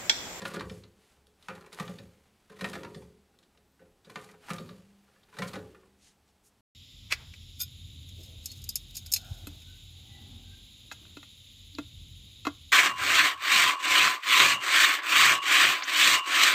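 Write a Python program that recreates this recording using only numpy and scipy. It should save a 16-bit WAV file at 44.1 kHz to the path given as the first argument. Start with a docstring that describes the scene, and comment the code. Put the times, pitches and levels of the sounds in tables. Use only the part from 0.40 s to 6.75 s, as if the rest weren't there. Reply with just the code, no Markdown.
"""Hand-swung flywheel on a bench

A gloved hand swings the flywheel of a small engine clamped to a workshop bench; it does not start.
Loose drive parts collide: bursts of impacts excite crankcase resonances and steel modes, and the bench booms.
Filtered noise gives the rub of glove and sleeve, random slips the scraping, gliding sines faint whistles.
Short, diffuse echoes of a small shop surround the blows, over low rumble, hiss and steady tones."""
import sys
import numpy as np
from scipy import signal
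from scipy.fft import rfft, irfft, next_fast_len
from scipy.io import wavfile
from scipy.ndimage import uniform_filter1d

SR = 44100
rng = np.random.default_rng(int(sys.argv[2]) if len(sys.argv) > 2 else 0)


def bounce(signal):
    """Save signal as a 16-bit WAV file at the path given by the first command-line argument."""
    frames = np.transpose(np.atleast_2d(signal))
    limited = np.clip(frames, -1, 1)
    pcm = np.round(limited * 32767).astype(np.int16)
    wavfile.write(sys.argv[1], SR, pcm)


N = 280015

# Table levels are relative: each source may add its own gain.
# Kinds of blow: contact time [t/s], bench thump, bench boom, clack, tick, tick brightness,
# hollow case ring [level/dB each], case note, bench note [f/Hz each], bench sway [level/dB],
# delay until the bench takes the load [t/s]
BLOW_KINDS = {"forward": (.003, -1.5, -5, -2, -6.5, -2, -4, 1850, 545, -22, .0027),
              "over the top": (.0026, -8, -8.5, -1, -12, -5, -6, 1450, 555, -24, .0024),
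              "touch down": (.006, -8, -5, -.5, -7.5, 0, -7, 1220, 345, -18, .003),
              "landing": (.0032, -5, -1, 1, -6, -7, -4, 1480, 320, -18, .005),
              "back": (.0027, -1.5, -10, .5, -7.5, 0, -2, 1215, 520, -27, .0026),
              "rebound": (.0028, 1, -3.5, -4, -2, -12, -7, 1850, 500, -14, .011),
              "hollow rebound": (.0025, 0, -5, 0, -1.5, -16, -3, 1195, 535, -15, .011),
              "clack": (.002, -9, -9.5, 1.5, -9, -7, -8, 1220, 480, -20, .0029),
              "rattle": (.004, -3, 0, -1, -9.5, 1, -4, 1200, 450, -14, .0035),
              "thud": (.005, -6, 0, -10, -22, -8, -4, 860, 400, -12, .002),
              "tap": (.003, -9, -5, -1, -20, -4, -3, 1200, 450, -20, .003),
              "tick": (.003, -14, -10, -6, 0, 0, -12, 1500, 380, -25, .0025)}
# Forward pulls: knock [t/s], knock, clack [level/dB each], delay to landing [t/s], landing in steel,
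# landing in bench, bench sway [level/dB each], notes of knock, clack and landing [f/Hz each]
FORWARD_PULLS = [(.018, -40, -31.5, .118, -41, -38.5, -62, 1850, 1440, 1450),
                 (2.209, -36.5, -29, .121, -41, -41.5, -59, 1840, 1850, 1840),
                 (4.986, -36, -30, .146, -42, -39.5, -50, 1915, 2200, 1450)]
# Pulls the other way: knock [t/s], [level/dB]
BACK_PULLS = [(1.398, -35), (4.103, -34)]
# The wheel rocks back after a forward pull: [t/s], steel, bench, bench sway [level/dB each]
REBOUNDS = [(.296, -45.5, -43, -60), (2.546, -47, -46, -56)]
# The slack drive falls against its other side: [t/s], steel, bench, bench sway [level/dB each],
# added hollow ring of the case [level/dB], case note [f/Hz]
CLACKS = [(.195, -46, -50, -60, 5, 1840), (.207, -36.5, -39, -48, 3, 1160),
          (1.084, -35.5, -39, -63, 5, 1240), (2.433, -47, -45, -62, 7, 950),
          (2.447, -43, -41.5, -56, 4, 940), (3.757, -35.5, -39.5, -64, 6, 1210)]
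# The linkage rattles under handling: [t/s], steel, bench [level/dB each], case note [f/Hz]
RATTLES = [(.002, -48, -49, 1850), (.107, -46, -48, 1100), (1.15, -52, -57, 850), (1.208, -57, -62, 1400),
           (1.26, -55, -60, 1065), (1.321, -56, -58, 2045), (2.096, -55, -54, 1625),
           (2.118, -57, -58, 1030), (2.164, -57, -62, 1920), (2.19, -49, -52, 1910),
           (3.393, -65, -63, 1500), (3.664, -63, -55, 1475), (3.696, -50, -55, 1030),
           (3.887, -56, -60, 1940), (4.938, -55, -63, 1500), (4.967, -48, -54, 1500)]
# Light hollow taps on the case: [t/s], steel, bench [level/dB each], case note [f/Hz]
TAPS = [(1.098, -41, -46, 1420), (2.619, -58, -54, 880), (3.94, -59, -56, 820), (4.76, -64, -67, 1750),
        (4.885, -63.5, -66, 900), (4.927, -55, -64, 1000), (5.346, -53.5, -61, 1210),
        (5.43, -62, -63, 1100)]
# Dull thuds as the engine settles on the bench: [t/s], [level/dB], bench note [f/Hz]
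THUDS = [(.178, -48.5, 380), (2.403, -47, 425), (2.497, -53, 380), (3.412, -58, 550), (5.192, -48, 385)]
# Small sharp contacts: [t/s], [level/dB], contact time [t/s], brightness [level/dB]
TICKS = [(.079, -48.5, .002, 11), (.142, -47, .002, 9), (.195, -42.5, .002, -17), (.435, -54, .003, -30),
         (.869, -60, .0008, 10), (1.025, -59, .0023, -5), (1.153, -60, .0015, 5), (1.209, -61, .0015, 4),
         (1.262, -60, .0015, 4), (1.328, -48, .002, 0), (1.346, -49, .001, 6), (1.585, -52, .002, -12),
         (2.287, -50, .0016, 7), (2.297, -47, .0014, 8), (2.433, -44.5, .001, -16), (2.988, -62, .0015, 2),
         (3.027, -65, .004, -9), (3.174, -61, .002, -25), (3.646, -60, .0047, -9), (3.7, -57, .002, 8),
         (3.812, -58, .002, 8), (3.843, -55, .002, 10), (3.912, -59, .002, 8), (4.1345, -32, .00025, 4),
         (4.831, -64, .0034, -12), (5.077, -48, .0044, 8)]
# Resonances of the crankcase: [f/Hz], width [f/Hz], over the clack's spectrum [level/dB]
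CASE_RESONANCES = [(728, 70, 0), (835, 60, 2), (1004, 60, 3), (1205, 70, 6), (1368, 45, 4), (1490, 45, 6),
                   (1698, 50, 5), (1825, 50, 8), (1897, 45, 6), (2056, 50, 1), (2378, 80, 7), (2718, 60, 4)]
# Modes of the flywheel's steel: [f/Hz], [level/dB], 60 dB decay time [t/s]
STEEL_MODES = [(3451, -1, .55), (3810, 3, .15), (4080, -4, .3), (4533, 2.5, .6), (4790, -5, .4),
               (5230, 1, .25), (5620, -6, .4), (6072, -2, .55), (6686, -5, .5), (6918, -3, .55),
               (7450, -7, .45), (7900, -6, .6), (8780, -1, .3), (9400, -7, .45), (10045, -7, .5),
               (10700, -9, .45), (11499, -8, .55), (12060, -9, .45), (13480, -13, .5), (15030, -19, .45)]
# Modes of the bench top: [f/Hz], [level/dB], 60 dB decay time [t/s]
BENCH_MODES = [(69.5, -32, 1.9), (75, -24, .8), (86, -21, .5), (103, -17.5, .55), (118, -16.5, 0.5),
               (147, -12, 0.13), (177, 3.5, 0.13), (194, 3, 0.13), (199.5, -23.5, 1.4), (243, -16, 0.33),
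               (262, -8.5, 0.19), (285, -7.5, 0.2), (323, -12.5, 0.25), (346, -6, 0.19), (378, -14.5, .8),
               (422, -1, 0.23), (441.7, -24, 0.9), (460, -2.5, 0.11), (519, .5, 0.13), (551.8, .5, 0.11),
               (603.6, -7.5, 0.07), (690, -10, 0.12), (735, -9, .12)]
# Spectrum of the clack: [f/Hz], density [level/dB]
CLACK_SPECTRUM = [(250, -22), (550, -5), (800, -3), (1200, .5), (1600, -1.5), (2000, -2), (2500, -3.5),
                  (3100, -7), (5000, -22), (16000, -45)]
# Spectrum of the tick: [f/Hz], density [level/dB]
TICK_SPECTRUM = [(1200, -27), (2600, -6.5), (3200, 0.5), (3850, 5), (4600, -1), (6000, -5), (8800, -7),
                 (12000, -12.5), (15500, -28.5)]
# Dry parts scrape as the wheel creeps round: peak [t/s], [level/dB], rise, fall [t/s each]
SCRAPES = [(1.2, -61, .07, .09), (1.392, -49, .02, .008), (3.825, -56, .03, .03), (3.91, -61, .02, .04),
           (4.035, -64, .015, .03), (4.098, -48, .022, .008)]
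# Spectrum of the scraping: [f/Hz], density [level/dB]
SCRAPE_SPECTRUM = [(200, -14), (600, -2), (1000, 0), (2000, -4), (3000, -10), (5000, -18), (14000, -32)]
# Glove rub at a forward pull: delay from knock to peak [t/s], [level/dB], rise, fall [t/s each],
# share of fine fizz [0-1]
FORWARD_RUB = (.05, -50, .036, .084, .24)
# Glove rub at a pull the other way: the same columns
BACK_RUB = (-.004, -50.6, .027, .095, .25)
# Sleeve brushes: centre [t/s], [level/dB], half length [t/s], share of fine fizz [0-1],
# low edge, high edge [f/Hz each]
SWISHES = [(.07, -54, .03, .4, 100, 15500), (.34, -64, .08, .6, 100, 15500),
           (.68, -70, .11, .38, 400, 14000), (1.12, -64.5, .12, .28, 100, 15000),
           (1.338, -53, .014, .24, 200, 15000), (2.6, -71, .09, .7, 100, 15500),
           (3.81, -63, .12, .45, 200, 15000), (4.04, -66, .03, .2, 600, 15000),
           (4.73, -74.5, .11, .25, 200, 15000), (5.665, -62.5, .06, .85, 1500, 9000),
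           (5.89, -73, .025, .76, 1200, 9000), (6.068, -66, .028, .99, 5500, 15000)]
# Spectrum of the coarse rub: [f/Hz], density [level/dB]
CLOTH_SPECTRUM = [(200, -1), (600, -0.5), (1300, 0), (3000, -1), (5000, -8), (9000, -46.5), (15000, -27.5)]
# Spectrum of the fine fizz: [f/Hz], density [level/dB]
FIZZ_SPECTRUM = [(1500, -14), (4000, -4), (6500, -3), (9000, -4), (12000, -7.5), (15500, -16)]
# Thin gliding whistles: start [t/s], length [t/s], start, middle, end [f/Hz each], [level/dB]
WHISTLES = [(1.6, .2, 14900, 14100, 13400, -91), (1.6, .08, 12100, 11400, 10900, -91),
            (1.68, .05, 11000, 11900, 12300, -91), (3.19, .11, 11000, 11900, 12000, -89),
            (3.29, .09, 12100, 11800, 12000, -89), (3.24, .15, 15150, 14900, 14800, -94),
            (3.37, .13, 11000, 11950, 11600, -91), (3.4, .13, 10300, 10600, 9700, -93),
            (3.49, .09, 12000, 11600, 10900, -90), (4.55, .11, 14300, 15300, 14500, -93),
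            (4.6, .08, 11000, 11700, 12000, -91), (4.74, .12, 12000, 11150, 12200, -89),
            (4.78, .08, 13000, 13600, 13900, -91), (5.22, .15, 14650, 14400, 13700, -93),
            (5.3, .07, 15200, 15000, 14200, -93)]
# Reverberation of the shop: [f/Hz], 60 dB decay time [t/s]
ROOM_DECAY = [(80, 0.71), (200, 0.49), (420, 0.72), (800, 0.43), (2000, 0.22), (5000, 0.13), (10000, 0.1),
              (16000, 0.66)]
# Spectrum of the rumble and hiss: [f/Hz], density [level/dB]
AIR_SPECTRUM = [(15, -42.5), (25, -2.5), (80, -0.5), (144, -5), (204, -2), (254, -4.5), (554, -11.5),
                (687, -10.5), (807, -8.5), (899, -12.5), (1150, -14), (2370, -18), (2640, -17.5),
                (11600, -26), (15600, -31.5)]
# Faint steady tones: [f/Hz], rms [level/dB]
HUM_TONES = [(70, -80.5), (420, -87), (7854, -93.5)]

OVER_TOP_S, DOUBLE_KNOCK_S = .0338, .023
FIRST_BOUNCE_S, BOUNCE_STRETCH = .0795, 1.35  # the second rebound takes longer than the first
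# the first rebound against the knock, and the loss to the next
BOUNCE_STEEL_DB, BOUNCE_BENCH_DB, BOUNCE_LOSS_DB = -10, -7, 7.5
TICK_BENCH_LIMIT_DB = -52  # a tick is too light to shake the bench harder than this
STRAY_DB, STRAY_RANGE_DB, HANDLING_S = -67, 8, 5.3  # strays last as long as the hand works the wheel
STEEL_SPLIT = .003  # the wheel is not quite round, so each mode beats with close neighbours
RUB_DROP_DB, RUB_CUSP = 8.7, .7  # drop after one rise or fall time, and the power of time it follows
AIR_DB = -69.7
STOP_S, EDGE_HZ = 6.209, 15780


def drive():
    """Impact sequence: all the blows of the loose drive as the wheel is swung to and fro."""
    knocks = [knock for row in FORWARD_PULLS for knock in forward_pull(*row)]
    knocks += [knock for row in BACK_PULLS for knock in back_pull(*row)]
    for kind, rows in ("clack", CLACKS), ("rebound", REBOUNDS):
        knocks += [blow(kind, *row) for row in rows]
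    for kind, rows in ("rattle", RATTLES), ("tap", TAPS):
        knocks += [blow(kind, s, steel_db, bench_db, case_hz=hz) for s, steel_db, bench_db, hz in rows]
    knocks += [blow("thud", s, db, db, bench_hz=hz) for s, db, hz in THUDS]
    for s, db, contact_s, bright_db in TICKS:
        bench_db = min(db, TICK_BENCH_LIMIT_DB)
        knocks.append(blow("tick", s, db, bench_db, bright_db=bright_db, contact_s=contact_s))
    return knocks + strays()


def forward_pull(s, knock_db, clack_db, flight_s, steel_db, bench_db, sway_db,
                 knock_hz, clack_hz, landing_hz):
    """Backlash: the drive takes up its slack, clacks over the top, flies free and lands twice."""
    touch_s = s + flight_s
    return [blow("forward", s, knock_db, knock_db, case_hz=knock_hz),
            blow("over the top", s + OVER_TOP_S, clack_db, knock_db, case_hz=clack_hz),
            blow("touch down", touch_s, steel_db, bench_db, sway_db),
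            blow("landing", touch_s + DOUBLE_KNOCK_S, steel_db, bench_db, case_hz=landing_hz)]


def back_pull(s, db, count=2):
    """Energy loss on impact: one heavy knock, then two rebounds, the second weaker and more delayed."""
    knocks = [blow("back", s, db, db)]
    for k in range(count):
        s += FIRST_BOUNCE_S * BOUNCE_STRETCH ** k
        left_db = db - k * BOUNCE_LOSS_DB
        knocks.append(blow("hollow rebound", s, left_db + BOUNCE_STEEL_DB, left_db + BOUNCE_BENCH_DB))
    return knocks


def strays(count=18, low_hz=750, high_hz=2100):
    """Random excitation: faint rattles at chance moments, on chance notes."""
    knocks = []
    for k, (when, soft, note) in enumerate(rng.random((count, 3))):
        s = HANDLING_S * (k + when) / count
        case_hz = low_hz * (high_hz / low_hz) ** note
        steel_db, bench_db = STRAY_DB - STRAY_RANGE_DB * soft, STRAY_DB - STRAY_RANGE_DB
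        knocks.append(blow("rattle", s, steel_db, bench_db, case_hz=case_hz))
    return knocks


def blow(kind, s, steel_db, bench_db, sway_db=None, hollow_db=0, case_hz=None, bench_hz=None,
         bright_db=0, contact_s=None):
    """Impact: its kind sets the balance of modes; steel and bench are driven at separate levels."""
    (usual_s, thump, boom, clack, tick, bright, hollow,
     usual_case_hz, usual_bench_hz, sway, lag_s) = BLOW_KINDS[kind]
    return dict(s=s, contact_s=contact_s or usual_s, lag_s=lag_s,
                thump_db=thump + bench_db, boom_db=boom + bench_db, sway_db=sway_db or sway + bench_db,
                clack_db=clack + steel_db, tick_db=tick + steel_db,
                bright_db=bright + bright_db, hollow_db=hollow + hollow_db,
                case_hz=case_hz or usual_case_hz, bench_hz=bench_hz or usual_bench_hz)


def crank(knocks, steel_db=-12.5, clack_db=-1, note_db=0., rattle_db=-8, tick_db=1.5, tick_time=0.83,
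          split_hz=5500, firm_s=0.0039, freedom=0.51):
    """Forced resonance: each knock clacks through the crankcase, ticks, and rings the flywheel's steel."""
    t, ring_t = np.arange(SR // 16) / SR, np.arange(SR) / SR
    clacks, ticks, rings = np.zeros((3, N))
    lowpass = signal.butter(2, split_hz, fs=SR)
    for knock in knocks:
        s, contact_s, lag_s = knock["s"], knock["contact_s"], knock["lag_s"]
        contact = chatter(t, contact_s)
        force = amp(knock["clack_db"]) * np.linalg.norm(contact)
        excitation = unit(contact) + amp(rattle_db) * after_rattle(t)
        add(clacks, s, force * unit(signal.fftconvolve(excitation, crankcase())))
        note = case_note(t, knock["case_hz"], contact_s)
        add(clacks, s, force * amp(knock["hollow_db"] + note_db) * note)

        burst = amp(knock["tick_db"]) * chatter(t, contact_s * tick_time)
        dull = signal.filtfilt(*lowpass, burst)
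        # a harder contact keeps more of the top treble; the divisor limits the change in level
        bright = dull + amp(knock["bright_db"]) * (burst - dull)
        add(ticks, s, bright / np.sqrt(.7 + .3 * amp(2 * knock["bright_db"])))
        # on a slack rebound the wheel hangs free and rings more
        add(rings, s + lag_s, burst * (abs(lag_s) / firm_s) ** freedom)
    steel = unit(sum(ring(STEEL_MODES, ring_t * (1 + k * STEEL_SPLIT)).sum(0) for k in (-1, 0, 1)))
    return (amp(clack_db) * clacks + amp(tick_db) * through(ticks, colour(TICK_SPECTRUM))
            + amp(steel_db) * through(rings, steel))


def chatter(t, contact_s, grain=0.6, rise=0.18, hold=3.91):
    """Rough contact: loose steel faces meet in a burst of tiny uneven impacts."""
    a, b = rng.standard_normal((2, len(t)))
    shape = (1 - np.exp(-t / (rise * contact_s))) * np.exp(-(t / (hold * contact_s)) ** 2)
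    return unit(a * np.exp(grain * b) * shape) * np.sqrt(np.sum(shape ** 2))


def after_rattle(t, per_s=260, fade_s=.018, size_db=4):
    """Decaying random impacts: loose parts jiggle on after a blow in a few separate, fading clicks."""
    sizes = amp(size_db * rng.uniform(-1, 1, len(t)))
    clicks = (rng.random(len(t)) < per_s / SR) * rng.choice([-1, 1], len(t)) * sizes
    return clicks * np.exp(-t / fade_s) / np.sqrt(per_s * fade_s / 2)


def crankcase(scatter_db=2.5, shift=.007):
    """Resonance shift: the crank stands at another angle for each blow, which detunes the case a little."""
    luck = rng.uniform(-1, 1, (len(CASE_RESONANCES), 2))
    peaks = [(hz * (1 + shift * a), width, db + scatter_db * b)
             for (hz, width, db), (a, b) in zip(CASE_RESONANCES, luck)]
    return colour(CLACK_SPECTRUM, peaks, size=4096)


def case_note(t, hz, contact_s, t60=.055, rise=.7, waver=.012):
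    """Dominant mode: it builds up during the contact, wavers in frequency and decays quickly."""
    wavering = hz * (1 + waver * evened(uniform_filter1d(rng.standard_normal(len(t)), size=200)))
    shape = (1 - np.exp(-t / (rise * contact_s))) * np.exp(-np.log(1000) * t / t60)
    return unit(shape * np.sin(2 * np.pi * (np.cumsum(wavering) / SR + rng.random())))


def ring(modes, t, scatter_db=0., spread=0.31):
    """Modal decay: one dying sine a mode, with random starting phases and optional scatter in level."""
    hz, db, t60 = np.transpose(modes)[:, :, None]
    phase, luck = rng.uniform(-1.01, 1, (2, len(modes), 1))
    decay = amp(db + scatter_db * luck) * np.exp(-np.log(1000) * t / t60)
    return decay * np.sin(2 * np.pi * (hz * t + spread * phase))


def bench(knocks, thump_db=-.5, boom_db=-1, sway_db=-1.5, rise_s=0.007, sway_rise_s=.016,
          scatter_db=1.5, give=0.007, note_db=6, note_width=.17):
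    """Inertia: the clamped top takes a moment to swing, most near one note, and the frame sways below."""
    step = 16  # the bench is low in pitch, so it is computed at a lower sample rate
    t, out = np.arange(0, SR, step) / SR, np.zeros(N)
    hz = np.transpose(BENCH_MODES)[0]
    swaying, booming = hz < 110, hz > 245
    thumping = ~swaying & ~booming
    rise = 1 - np.exp(-(t / np.where(swaying, sway_rise_s, rise_s)[:, None]) ** 2)
    onset = t < .05  # each group is levelled over this span
    for knock in knocks:
        stress = amp(note_db * np.exp(-(np.log(hz / knock["bench_hz"]) / note_width) ** 2))
        # the load on the clamps shifts the pitch a little from blow to blow
        loaded_t = t * (1 + give * rng.uniform(-1, 1))
        modes = ring(BENCH_MODES, loaded_t, scatter_db) * rise * stress[:, None]
        swing = 0
        for group, db in ((swaying, knock["sway_db"] + sway_db), (thumping, knock["thump_db"] + thump_db),
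                          (booming, knock["boom_db"] + boom_db)):
            motion = modes[group].sum(0)
            swing = swing + amp(db) * motion / np.std(motion[onset])
        add(out, knock["s"] + knock["lag_s"], signal.resample_poly(swing, step, 1) / np.sqrt(2))
    return out


def scraping(slips_per_s=200, size_db=4.5):
    """Stick-slip friction: dry parts slide in tiny uneven slips that sound through the case."""
    t = np.arange(N) / SR
    sizes = amp(size_db * rng.standard_normal(N))
    slips = (rng.random(N) < slips_per_s / SR) * rng.choice([-1, 1], N) * sizes
    level = sum(amp(db) * np.exp(-np.maximum((s - t) / rise_s, (t - s) / fall_s) ** 2)
                for s, db, rise_s, fall_s in SCRAPES)
    return level * evened(through(slips, colour(SCRAPE_SPECTRUM, CASE_RESONANCES)))


def glove(level_db=1.5):
    """Friction noise under load: the glove grips the rim harder up to each pull and slides off."""
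    t, out, rub = np.arange(N) / SR, np.zeros(N), cloth(flutter_db=2)
    for pulls, profile in (FORWARD_PULLS, FORWARD_RUB), (BACK_PULLS, BACK_RUB):
        delay_s, db, rise_s, fall_s, fine = profile
        peaks = [s + delay_s for s, *_ in pulls]
        # distance to the nearest peak, in rise or fall times
        away = np.min([np.maximum((s - t) / rise_s, (t - s) / fall_s) for s in peaks], axis=0)
        out += amp(db + level_db - RUB_DROP_DB * abs(away) ** RUB_CUSP) * blend(*rub, fine)
    return out


def sleeve(level_db=1.5, flatness=2.5):
    """Band-limited friction noise: each brush of the sleeve swells and fades in its own band."""
    out, (coarse, fizz) = np.zeros(N), cloth(flutter_db=1.2)
    for s, db, half_s, fine, low_hz, high_hz in SWISHES:
        start, stop = max(round((s - 3 * half_s) * SR), 0), min(round((s + 3 * half_s) * SR), N)
        at = np.arange(start, stop)
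        band = signal.butter(2, [low_hz, high_hz], "bandpass", fs=SR)
        swell = np.exp(-abs((at / SR - s) / half_s) ** flatness)
        brush = signal.lfilter(*band, blend(coarse[at], fizz[at], fine))
        out[at] += amp(db + level_db) * swell * brush
    return out


def cloth(flutter_db, grain=0.31):
    """Sliding friction: coarse rub and fine fizz of cloth, both catching unevenly."""
    catch = amp(flutter_db * evened(uniform_filter1d(rng.standard_normal(N), size=300)))
    fibres = evened(rng.standard_normal(N) * np.exp(grain * rng.standard_normal(N)))
    return catch * noise(CLOTH_SPECTRUM), catch * through(fibres, colour(FIZZ_SPECTRUM))


def blend(coarse, fizz, fine):
    """Power-preserving mixture of rub and fizz by the share of fizz."""
    share = np.clip(fine, 0, 1)
    return np.sqrt(1 - share) * coarse + np.sqrt(share) * fizz


def whistles(flicker_db=3, level_db=5, waver=.006):
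    """Frequency modulation: very faint, thin whistles that glide and flicker high in the treble."""
    out = np.zeros(N)
    for s, length_s, start_hz, middle_hz, end_hz, db in WHISTLES:
        u = np.linspace(0, 1, round(length_s * SR))
        glide_hz = np.polyval(np.polyfit([0, .5, 1], [start_hz, middle_hz, end_hz], 2), u)
        flicker = evened(uniform_filter1d(rng.standard_normal(len(u)), size=900))
        wander = evened(uniform_filter1d(rng.standard_normal(len(u)), size=500))
        tone = np.sin(2 * np.pi * np.cumsum(glide_hz * (1 + waver * wander)) / SR)
        swell = np.sqrt(u * (1 - u)) * 2
        add(out, s, amp(db + level_db + flicker_db * flicker) * swell * tone)
    return out


def room(x, count=3, turns_per_s=1.7):
    """Diffuse reverberation: three random echo tails are blended in slowly turning proportions."""
    turn = turns_per_s * np.arange(N) / SR
    tails = (through(x * np.cos(np.pi * (2 * turn + k / count)), echoes()) for k in range(count))
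    return sum(tails) * np.sqrt(2 / count)


def echoes(gap_s=0.0033, early_db=4, early_s=0.016):
    """Reverberation of a small cluttered shop: strong early echoes, then a tail that dies by band."""
    taps = rng.standard_normal(SR) * (rng.random(SR) < .1)
    hz, t, z = signal.stft(taps, SR, nperseg=256)
    decay = np.exp(-np.log(1000) * t / read(ROOM_DECAY, hz)[:, None])
    tail = signal.istft(z * decay, SR, nperseg=256)[1]
    t = np.arange(len(tail)) / SR
    return unit(tail * (t > gap_s) * amp(early_db * np.exp(-t / early_s)))


def shop_air():
    """Stationary background: soft rumble and hiss with a few faint steady tones."""
    t = np.arange(N) / SR
    tones = sum(amp(db) * np.sqrt(2) * np.sin(2 * np.pi * (hz * t + rng.random())) for hz, db in HUM_TONES)
    return amp(AIR_DB) * noise(AIR_SPECTRUM) + tones


def noise(points):
    """Spectral shaping: steady noise of unit rms with a given spectrum."""
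    size = next_fast_len(N, True)
    gain = amp(read(points, np.fft.rfftfreq(size, 1 / SR)))
    return evened(irfft(rfft(rng.standard_normal(size)) * gain, size)[:N])


def colour(points, peaks=(), size=8192):
    """Minimum-phase response of unit energy: a smooth spectrum with resonances on top."""
    hz = abs(np.fft.fftfreq(size, 1 / SR))
    power = 1 + sum(amp(2 * db) / (1 + (2 * (hz - f) / width) ** 2) for f, width, db in peaks)
    log_gain = np.log(amp(read(points, hz)) * np.sqrt(power))
    # the Hilbert transform of the log gain supplies the causal phase
    return unit(np.fft.ifft(np.exp(np.conj(signal.hilbert(log_gain)))).real[:size // 2])


def through(x, response):
    """Linear filtering: convolves a sound with an impulse response."""
    return signal.fftconvolve(x, response)[:len(x)]


def add(mix, s, sound):
    """Superposition: mixes a sound in at a time in seconds."""
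    part = mix[max(round(s * SR), 0):][:len(sound)]
    part += sound[:len(part)]


def read(points, hz):
    """Interpolation of a table on a log-frequency axis."""
    f, value = np.transpose(points)
    return np.interp(np.log(hz + 1), np.log(f + 1), value)


def amp(db):
    """Level to amplitude ratio: decibels to gain."""
    return 10 ** (np.asarray(db) / 20)


def evened(x):
    """Normalisation to an rms of one."""
    return x / np.sqrt(np.mean(x ** 2) + 1e-20)


def unit(x):
    """Normalisation to an energy of one."""
    return x / np.sqrt(np.sum(x ** 2) + 1e-20)


def scene(metal_room_db=-3, bench_room_db=-5, room_low_hz=75):
    """Superposition of all sources in two equal channels; the small room adds little deepest bass."""
    knocks = drive()
    metal, wood = crank(knocks) + scraping(), bench(knocks)
    highpass = signal.butter(2, room_low_hz, "highpass", fs=SR)
    thrown = signal.lfilter(*highpass, amp(metal_room_db) * metal + amp(bench_room_db) * wood)
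    mono = metal + wood + room(thrown) + glove() + sleeve() + whistles() + shop_air()
    return np.array([mono, mono])


def record(dry):
    """Band limitation: the sound stops dead shortly before the end, then passes a low-pass filter."""
    live = np.arange(N) / SR < STOP_S
    lowpass = signal.firwin(511, EDGE_HZ, window=("kaiser", 9), fs=SR)
    return signal.oaconvolve(dry * live, lowpass[None], "same")


dry = scene()
out = record(dry)
bounce(out)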